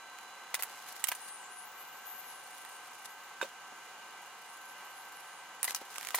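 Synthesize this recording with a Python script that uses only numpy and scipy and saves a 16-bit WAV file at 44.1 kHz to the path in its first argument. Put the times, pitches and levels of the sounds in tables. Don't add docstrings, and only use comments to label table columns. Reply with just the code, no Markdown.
import sys
import numpy as np
from scipy import signal
from scipy.fft import rfft, irfft
from scipy.io import wavfile
from scipy.ndimage import uniform_filter1d

SR = 44100
rng = np.random.default_rng(int(sys.argv[2]) if len(sys.argv) > 2 else 0)


def wav_out(sig):
    wavfile.write(sys.argv[1], SR, np.round(np.clip(np.atleast_2d(sig).T, -1, 1) * 32767).astype(np.int16))


N = 272979
T = np.arange(N) / SR
RING_T = T[:SR // 6]
TOP_HZ = 15800

# f/Hz, correlation
PORT_LIKENESS = [(60, 0.99), (250, 0.8), (600, 0.87), (800, .99), (2050, 0.99), (2400, 0.3), (3900, 0.41),
                 (5000, -0.12), (10000, -0.14)]
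# f/Hz, level/dB
PAPER_COLOUR = [(200, -20), (1000, 0.5), (2200, -1), (5000, 0.5), (9000, -0.5), (13000, -1), (16000, -14)]
# f/Hz, level/dB
CLACK_COLOUR = [(100, -29), (400, -14), (750, 0.5), (1150, 3.5), (2200, 5.5), (3700, 0), (5500, 2),
                (9000, 4.5), (15000, 3)]


def undb(db):
    return 10 ** (np.asarray(db) / 20)


def unit(x):
    return x / np.sqrt(np.mean(x ** 2))


def blow(x, db):
    return x * undb(db) / np.sqrt(np.sum(x ** 2) / (2 * SR / 100))


def along(points, hz):
    f, value = np.transpose(points)
    return np.interp(np.log(hz + 1), np.log(f), value)


def colour(x, points, peak_hz=1000, lift_db=0, octaves=0.56):
    hz = np.fft.rfftfreq(2048, 1 / SR)
    resonance = np.exp(-.5 * (np.log2((hz + 1) / peak_hz) / octaves) ** 2)
    cepstrum = irfft(np.log(undb(along(points, hz) + lift_db * resonance)))
    cepstrum[1:len(hz) - 1] *= 2
    cepstrum[len(hz):] = 0
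    impulse = irfft(np.exp(rfft(cepstrum)))
    return signal.fftconvolve(x, impulse[None], axes=1)[:, :x.shape[1]]


def radiate(x, hz):
    return signal.sosfilt(signal.butter(2, hz, "high", fs=SR, output="sos"), x)


def fade(t, t60):
    return np.exp(-np.log(1000) * t / t60)


def walk(rate):
    step = int(SR / rate)
    held = np.repeat(rng.standard_normal(N // step + 1), step)
    return unit(uniform_filter1d(held, step)[:N])


def stereo_noise(n):
    likeness = np.clip(along(PORT_LIKENESS, np.fft.rfftfreq(n, 1 / SR)), -1, 1)
    mid, side = rfft(rng.standard_normal((2, n)))
    mid, side = mid * np.sqrt(1 + likeness), side * np.sqrt(1 - likeness)
    return unit(irfft(np.array([mid + side, mid - side]), n))


def sides(pan_db):
    return undb(np.array([[pan_db], [-pan_db]]) / 2)


def add(out, s, x):
    i = int(s * SR)
    out[:, i:i + x.shape[1]] += x[:, :max(N - i, 0)]


def room(x, t60=0.12, wet_db=-17):
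    t = T[:SR // 2]
    tail = stereo_noise(len(t)) * fade(t, t60) * np.minimum(t / 0.0032, 1)
    tail *= undb(wet_db) / np.sqrt(np.sum(tail ** 2) / 2)
    return x + signal.fftconvolve(x, tail, axes=1)[:, :N]


def fan_tone(hz, db, waver_hz=2.2, port_lag_s=.00003):
    cycles = np.cumsum(hz + waver_hz * walk(24.91)) / SR
    phase = 2 * np.pi * (cycles - hz * np.array([[0], [port_lag_s]]))
    return np.sqrt(2) * undb(db + walk(8.6)) * np.sin(phase)


def fan(rush_db=-52, shade_db=1.5, whine_hz=4000):
    # f/Hz, level/dB
    low_rush = [(25, -42), (60, -20), (110, -12.5), (170, -4), (300, -2), (430, 2), (560, 5.5), (650, 1),
                (770, 12.5), (1100, 13), (1400, 4), (1620, 9), (1800, 3), (2050, 6.5)]
    high_rush = [(2200, 3), (2360, 7.5), (2650, 1), (2860, 8.5), (3150, 1), (3700, -2.5), (5000, -4.5),
                 (7000, -5), (10000, -8.5), (13000, -21), (16000, -29)]
    # f/Hz, level/dB, waver/Hz
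    fan_tones = [(729, -65, 1.57), (1242, -67.5, 12.07), (1329, -64.5, 1.45), (1434, -72, 3.2),
                 (1552.2, -58, 1.62), (2004, -69.5, 15.87), (2840, -69, 9.2), (6676, -67.5, 1.32)]
    air = stereo_noise(N)
    rush = np.vstack([colour(port[None], low_rush + high_rush, 3400, lift_db, octaves=0.64)
                      for port, lift_db in zip(air, (-shade_db, shade_db))])
    tones = sum(fan_tone(hz, db, waver_hz) for hz, db, waver_hz in fan_tones)
    whine = fan_tone(whine_hz, db=np.interp(T, [1.13, 1.45], [-68, -75.5]))
    return undb(rush_db + 0.5 * walk(8)) * unit(rush) + tones + whine


def thin_hiss(width_hz=430, skirt_hz=1150, port_phase=-2.7, diffuse_db=-5, patchy_db=2.3, wander_hz=170):
    # t/s, f/Hz, level/dB
    first_pass = [(1.19, 9300, -64), (1.21, 9450, -51), (1.36, 9200, -51.5), (1.46, 7500, -54.5),
                  (1.5, 8600, -59), (1.52, 10100, -52), (1.635, 10200, -52), (1.68, 15500, -56),
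                  (1.73, 15000, -63), (1.785, 12400, -53), (1.89, 14100, -53.5), (2.05, 12400, -60),
                  (2.065, 12400, -47.5), (2.21, 13100, -51), (2.33, 10500, -53.5), (2.48, 8900, -61),
                  (2.6, 9700, -59), (2.8, 8500, -62), (3.03, 8800, -67), (3.11, 12000, -56),
                  (3.17, 15000, -73), (3.26, 13800, -60), (3.33, 12000, -74)]
    second_pass = [(4.43, 7700, -65), (4.55, 9500, -58), (4.6, 12800, -63), (4.7, 10200, -60),
                   (4.77, 14400, -66), (4.99, 10600, -57), (5.06, 12900, -63), (5.18, 11300, -55),
                   (5.31, 9000, -61), (5.35, 9500, -56), (5.44, 7900, -64)]
    noise = rng.standard_normal((3, N)) + 1j * rng.standard_normal((3, N))
    direct = noise[2] * np.exp(1j * np.array([[0], [port_phase]]))
    diffuse = undb(diffuse_db) * noise[:2]
    band = signal.sosfilt(signal.butter(1, width_hz, fs=SR, output="sos"), direct + diffuse)
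    band = signal.sosfilt(signal.butter(2, skirt_hz, fs=SR, output="sos"), band)
    out, wander = np.zeros((2, N)), wander_hz * walk(30)
    for path, pan_db in ((first_pass, 5.5), (second_pass, 0)):
        s, hz, db = np.transpose(path)
        carrier = np.exp(2j * np.pi * np.cumsum(np.interp(T, s, hz) + wander) / SR)
        level = undb(np.interp(T, s, db)) * (T > s[0]) * (T < s[-1])
        out += unit((band * carrier).real) * sides(pan_db) * level
    flicker = unit(undb(patchy_db * (walk(38) + .5 * walk(600))))
    return out * flicker


def fibres(grain_db=3.0):
    return stereo_noise(N) * undb(grain_db * walk(900) + walk(60))


def paper(resting_db=-60.5, attack_s=0.013, release_s=0.029):
    # t/s, length/s, level/dB
    rubs = [(0.614, 0.71, -54), (2.03, 1.03, -58), (4.55, 0.72, -60.5), (5.73, 0.28, -56.5),
            (5.891, 0.31, -49.5)]
    # t/s, length/s, level/dB
    slides = [(0.588, 0.03, -43), (3.046, 0.021, -48), (5.67, 0.067, -39.5), (6.152, 0.07, -41)]
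    pressure = undb(resting_db)
    for s, length, db in rubs:
        swell = np.clip(np.minimum((T - s) / attack_s, (s + length - T) / release_s), 0, 1)
        pressure = np.maximum(pressure, undb(db) * swell)
    for s, length, db in slides:
        pressure = pressure + undb(db) * np.sin(np.pi * np.clip((T - s) / length, 0, 1))
    return pressure * unit(colour(fibres(), PAPER_COLOUR))


def scratching(bright_hz=12000, lift_db=6, uneven_db=2.5):
    # t/s, length/s, stroke rate/Hz, level/dB
    runs = [(0.868, 0.15, 26, -48.5), (2.345, 0.69, 27.2, -56), (4.205, 1.1, 25.5, -60)]
    strokes = sum(undb(db) * np.sin(np.pi * rate * (T - s)) ** 4 * (T > s) * (T < s + length)
                  for s, length, rate, db in runs)
    pressure = strokes * undb(uneven_db * walk(27))
    return pressure * unit(colour(fibres(), PAPER_COLOUR, bright_hz, lift_db))


def ring(modes, detune, uneven_db):
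    hz, db, t60 = np.transpose(modes)[:, :, None]
    hz = hz * (1 + detune * rng.standard_normal(hz.shape))
    db = db + uneven_db * rng.standard_normal((2, len(modes), 1))
    return np.sum(undb(db) * fade(RING_T, t60) * np.sin(2 * np.pi * hz * RING_T), axis=1)


def bumps(push_s=0.0008, db_per_octave=11, scuff_db=-10):
    # t/s, level/dB, favoured f/Hz
    contacts = [(3.413, -30, 1600), (3.422, -42, 3900), (3.427, -35, 540), (3.4285, -41, 2900),
                (3.4305, -42, 1000), (3.446, -44.5, 560), (3.722, -56, 250), (5.8148, -47, 280)]
    # f/Hz, level/dB, t60/s
    bump_modes = [(302, -13, 0.058), (407, 0, 0.032), (551, 3, 0.036), (780, 4.5, 0.03), (955, 5.5, 0.045),
                  (1586, 4.5, 0.036), (2390, -0.5, 0.025), (2900, -8, 0.019), (3680, -9, 0.055),
                  (7100, -9, 0.029)]
    # f/Hz, level/dB
    scuff_colour = [(50, -36), (200, -12), (450, -8.0), (2800, -9.5), (7000, -13.5), (14000, -22)]
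    out, push = np.zeros((2, N)), np.minimum(RING_T / push_s, 1)
    for s, db, contact_hz in contacts:
        modes = [(hz, mode_db - db_per_octave * abs(np.log2(hz / contact_hz)), t60)
                 for hz, mode_db, t60 in bump_modes]
        thud = radiate(push * ring(modes, detune=0.037, uneven_db=4.0), 0.8 * contact_hz)
        scuff = stereo_noise(len(RING_T)) * push * fade(RING_T, t60=0.17)
        add(out, s, blow(thud, db) + blow(colour(scuff, scuff_colour), db + scuff_db))
    return out


def barrel_modes(count=48):
    return (np.arange(count) + 1 + rng.random(count)) * TOP_HZ / count


def barrel_hit(modes_hz, t60, snap_db, scatter_db=-3, snap_t60=0.0017):
    t = RING_T[:SR // 16]
    drive = rng.standard_normal((2, len(modes_hz))) + 1j * rng.standard_normal((2, len(modes_hz)))
    drive[1] += (drive[0] - drive[1]) * along(PORT_LIKENESS, modes_hz)
    ringing = unit((drive @ np.exp(2j * np.pi * modes_hz[:, None] * t)).real)
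    body = (ringing + undb(scatter_db) * stereo_noise(len(t))) * fade(t, t60)
    snap = stereo_noise(len(t)) * fade(t, snap_t60)
    return blow(body, 0) + blow(snap, snap_db)


def ticks(modes_hz, pan_db=-8, lift_db=6):
    # t/s, level/dB, brightest resonance f/Hz
    dry_ticks = [(0.187, -50, 2120), (0.5434, -34.5, 2980), (1.0445, -43, 7600), (2.65, -48.5, 2200),
                 (5.959, -44, 2180), (5.9826, -38, 4170), (6.011, -43.5, 2300), (6.0295, -44.5, 2400),
                 (6.049, -43, 2200), (6.071, -38.5, 2200), (6.0875, -40, 2050), (6.1063, -42, 2100)]
    # f/Hz, level/dB
    tick_colour = [(200, -14.5), (1400, 2.5), (2150, 3), (3200, -1), (4800, -3.5), (8500, -0.5),
                   (12000, -1), (16000, -6)]
    out = np.zeros((2, N))
    for s, db, hz in dry_ticks:
        tick = colour(barrel_hit(modes_hz, t60=0.01, snap_db=-6.5), tick_colour, hz, lift_db)
        add(out, s, blow(tick * sides(pan_db), db))
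    return out


def slap(hz):
    u = np.pi * hz * RING_T - 2
    return np.tile((1 - 2 * u ** 2) * np.exp(-u ** 2), (2, 1))


def knocks(modes_hz, slap_db=-5, barrel_db=-10):
    # t/s, level/dB
    landings = [(0.5420, -34.5), (0.5936, -44.5), (.5980, -44), (1.1204, -35.5), (5.6796, -34.5),
                (6.1450, -29.5), (6.1833, -40.5), (6.1855, -39)]
    # f/Hz, level/dB, t60/s
    desk_modes = [(560, -13, .02), (760, -1, 0.02), (1010, 6, 0.023), (1300, -2, 0.016), (1620, 4, 0.018),
                  (2000, 8, 0.023), (2400, 2, 0.016), (4150, -5, 0.02)]
    out = np.zeros((2, N))
    for s, db in landings:
        top = radiate(ring(desk_modes, detune=0.012, uneven_db=3), hz=700)
        knock = blow(top, 0) + blow(slap(hz=1800), slap_db)
        barrel = colour(barrel_hit(modes_hz, t60=0.12, snap_db=-12), CLACK_COLOUR)
        add(out, s, blow(knock, db))
        add(out, s, blow(barrel, db + barrel_db))
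    return out


def clacks(modes_hz, firm_db=-31, firm_t60=0.037, doubling_db=9, width_hz=1470):
    # t/s, level/dB, brightest resonance f/Hz, snap re body/dB, left minus right/dB
    strikes = [(0.5443, -32, 9200, -4, 5), (0.551, -33.5, 3000, 1, -7), (0.6238, -32.5, 11500, -0.5, 5),
               (0.634, -32.5, 12600, -1, -5), (1.0409, -28.5, 3300, 1.5, -13),
               (1.0412, -28.5, 8200, 2.5, -14), (1.0712, -37.5, 12000, 0, 7),
               (1.0842, -35.5, 3000, 0.5, -13), (1.0870, -29, 12900, -8, 2), (1.1170, -33.5, 2020, -15, 0),
               (1.1502, -41.5, 8800, -9, 0), (5.6300, -28, 10200, -2, -3), (5.6434, -30, 10000, -9, -1),
               (5.6504, -33.5, 11600, -2, 3), (5.676, -40, 4100, -18, 0), (5.7477, -31, 5600, -4.5, 1.5),
               (5.7604, -38, 4230, -11, -1), (6.1484, -29, 13100, -4, 8), (6.155, -30.5, 11150, -15, -8)]
    out = np.zeros((2, N))
    for s, db, hz, snap_db, pan_db in strikes:
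        t60 = firm_t60 * 2 ** ((firm_db - db) / doubling_db)
        lift_db = 8.5 + 2 * max(snap_db, 0)
        octaves = np.log2(1 + width_hz / hz)
        clack = colour(barrel_hit(modes_hz, t60, snap_db), CLACK_COLOUR, hz, lift_db, octaves)
        add(out, s, blow(clack * sides(pan_db), db))
    return out


def scene():
    modes_hz = barrel_modes()
    hits = clacks(modes_hz) + knocks(modes_hz) + ticks(modes_hz) + bumps()
    return room(hits) + paper() + scratching() + thin_hiss() + fan()


def record(dry):
    return signal.sosfilt(signal.ellip(8, .2, 70, TOP_HZ, fs=SR, output="sos"), dry)


dry = scene()
out = record(dry)
wav_out(out)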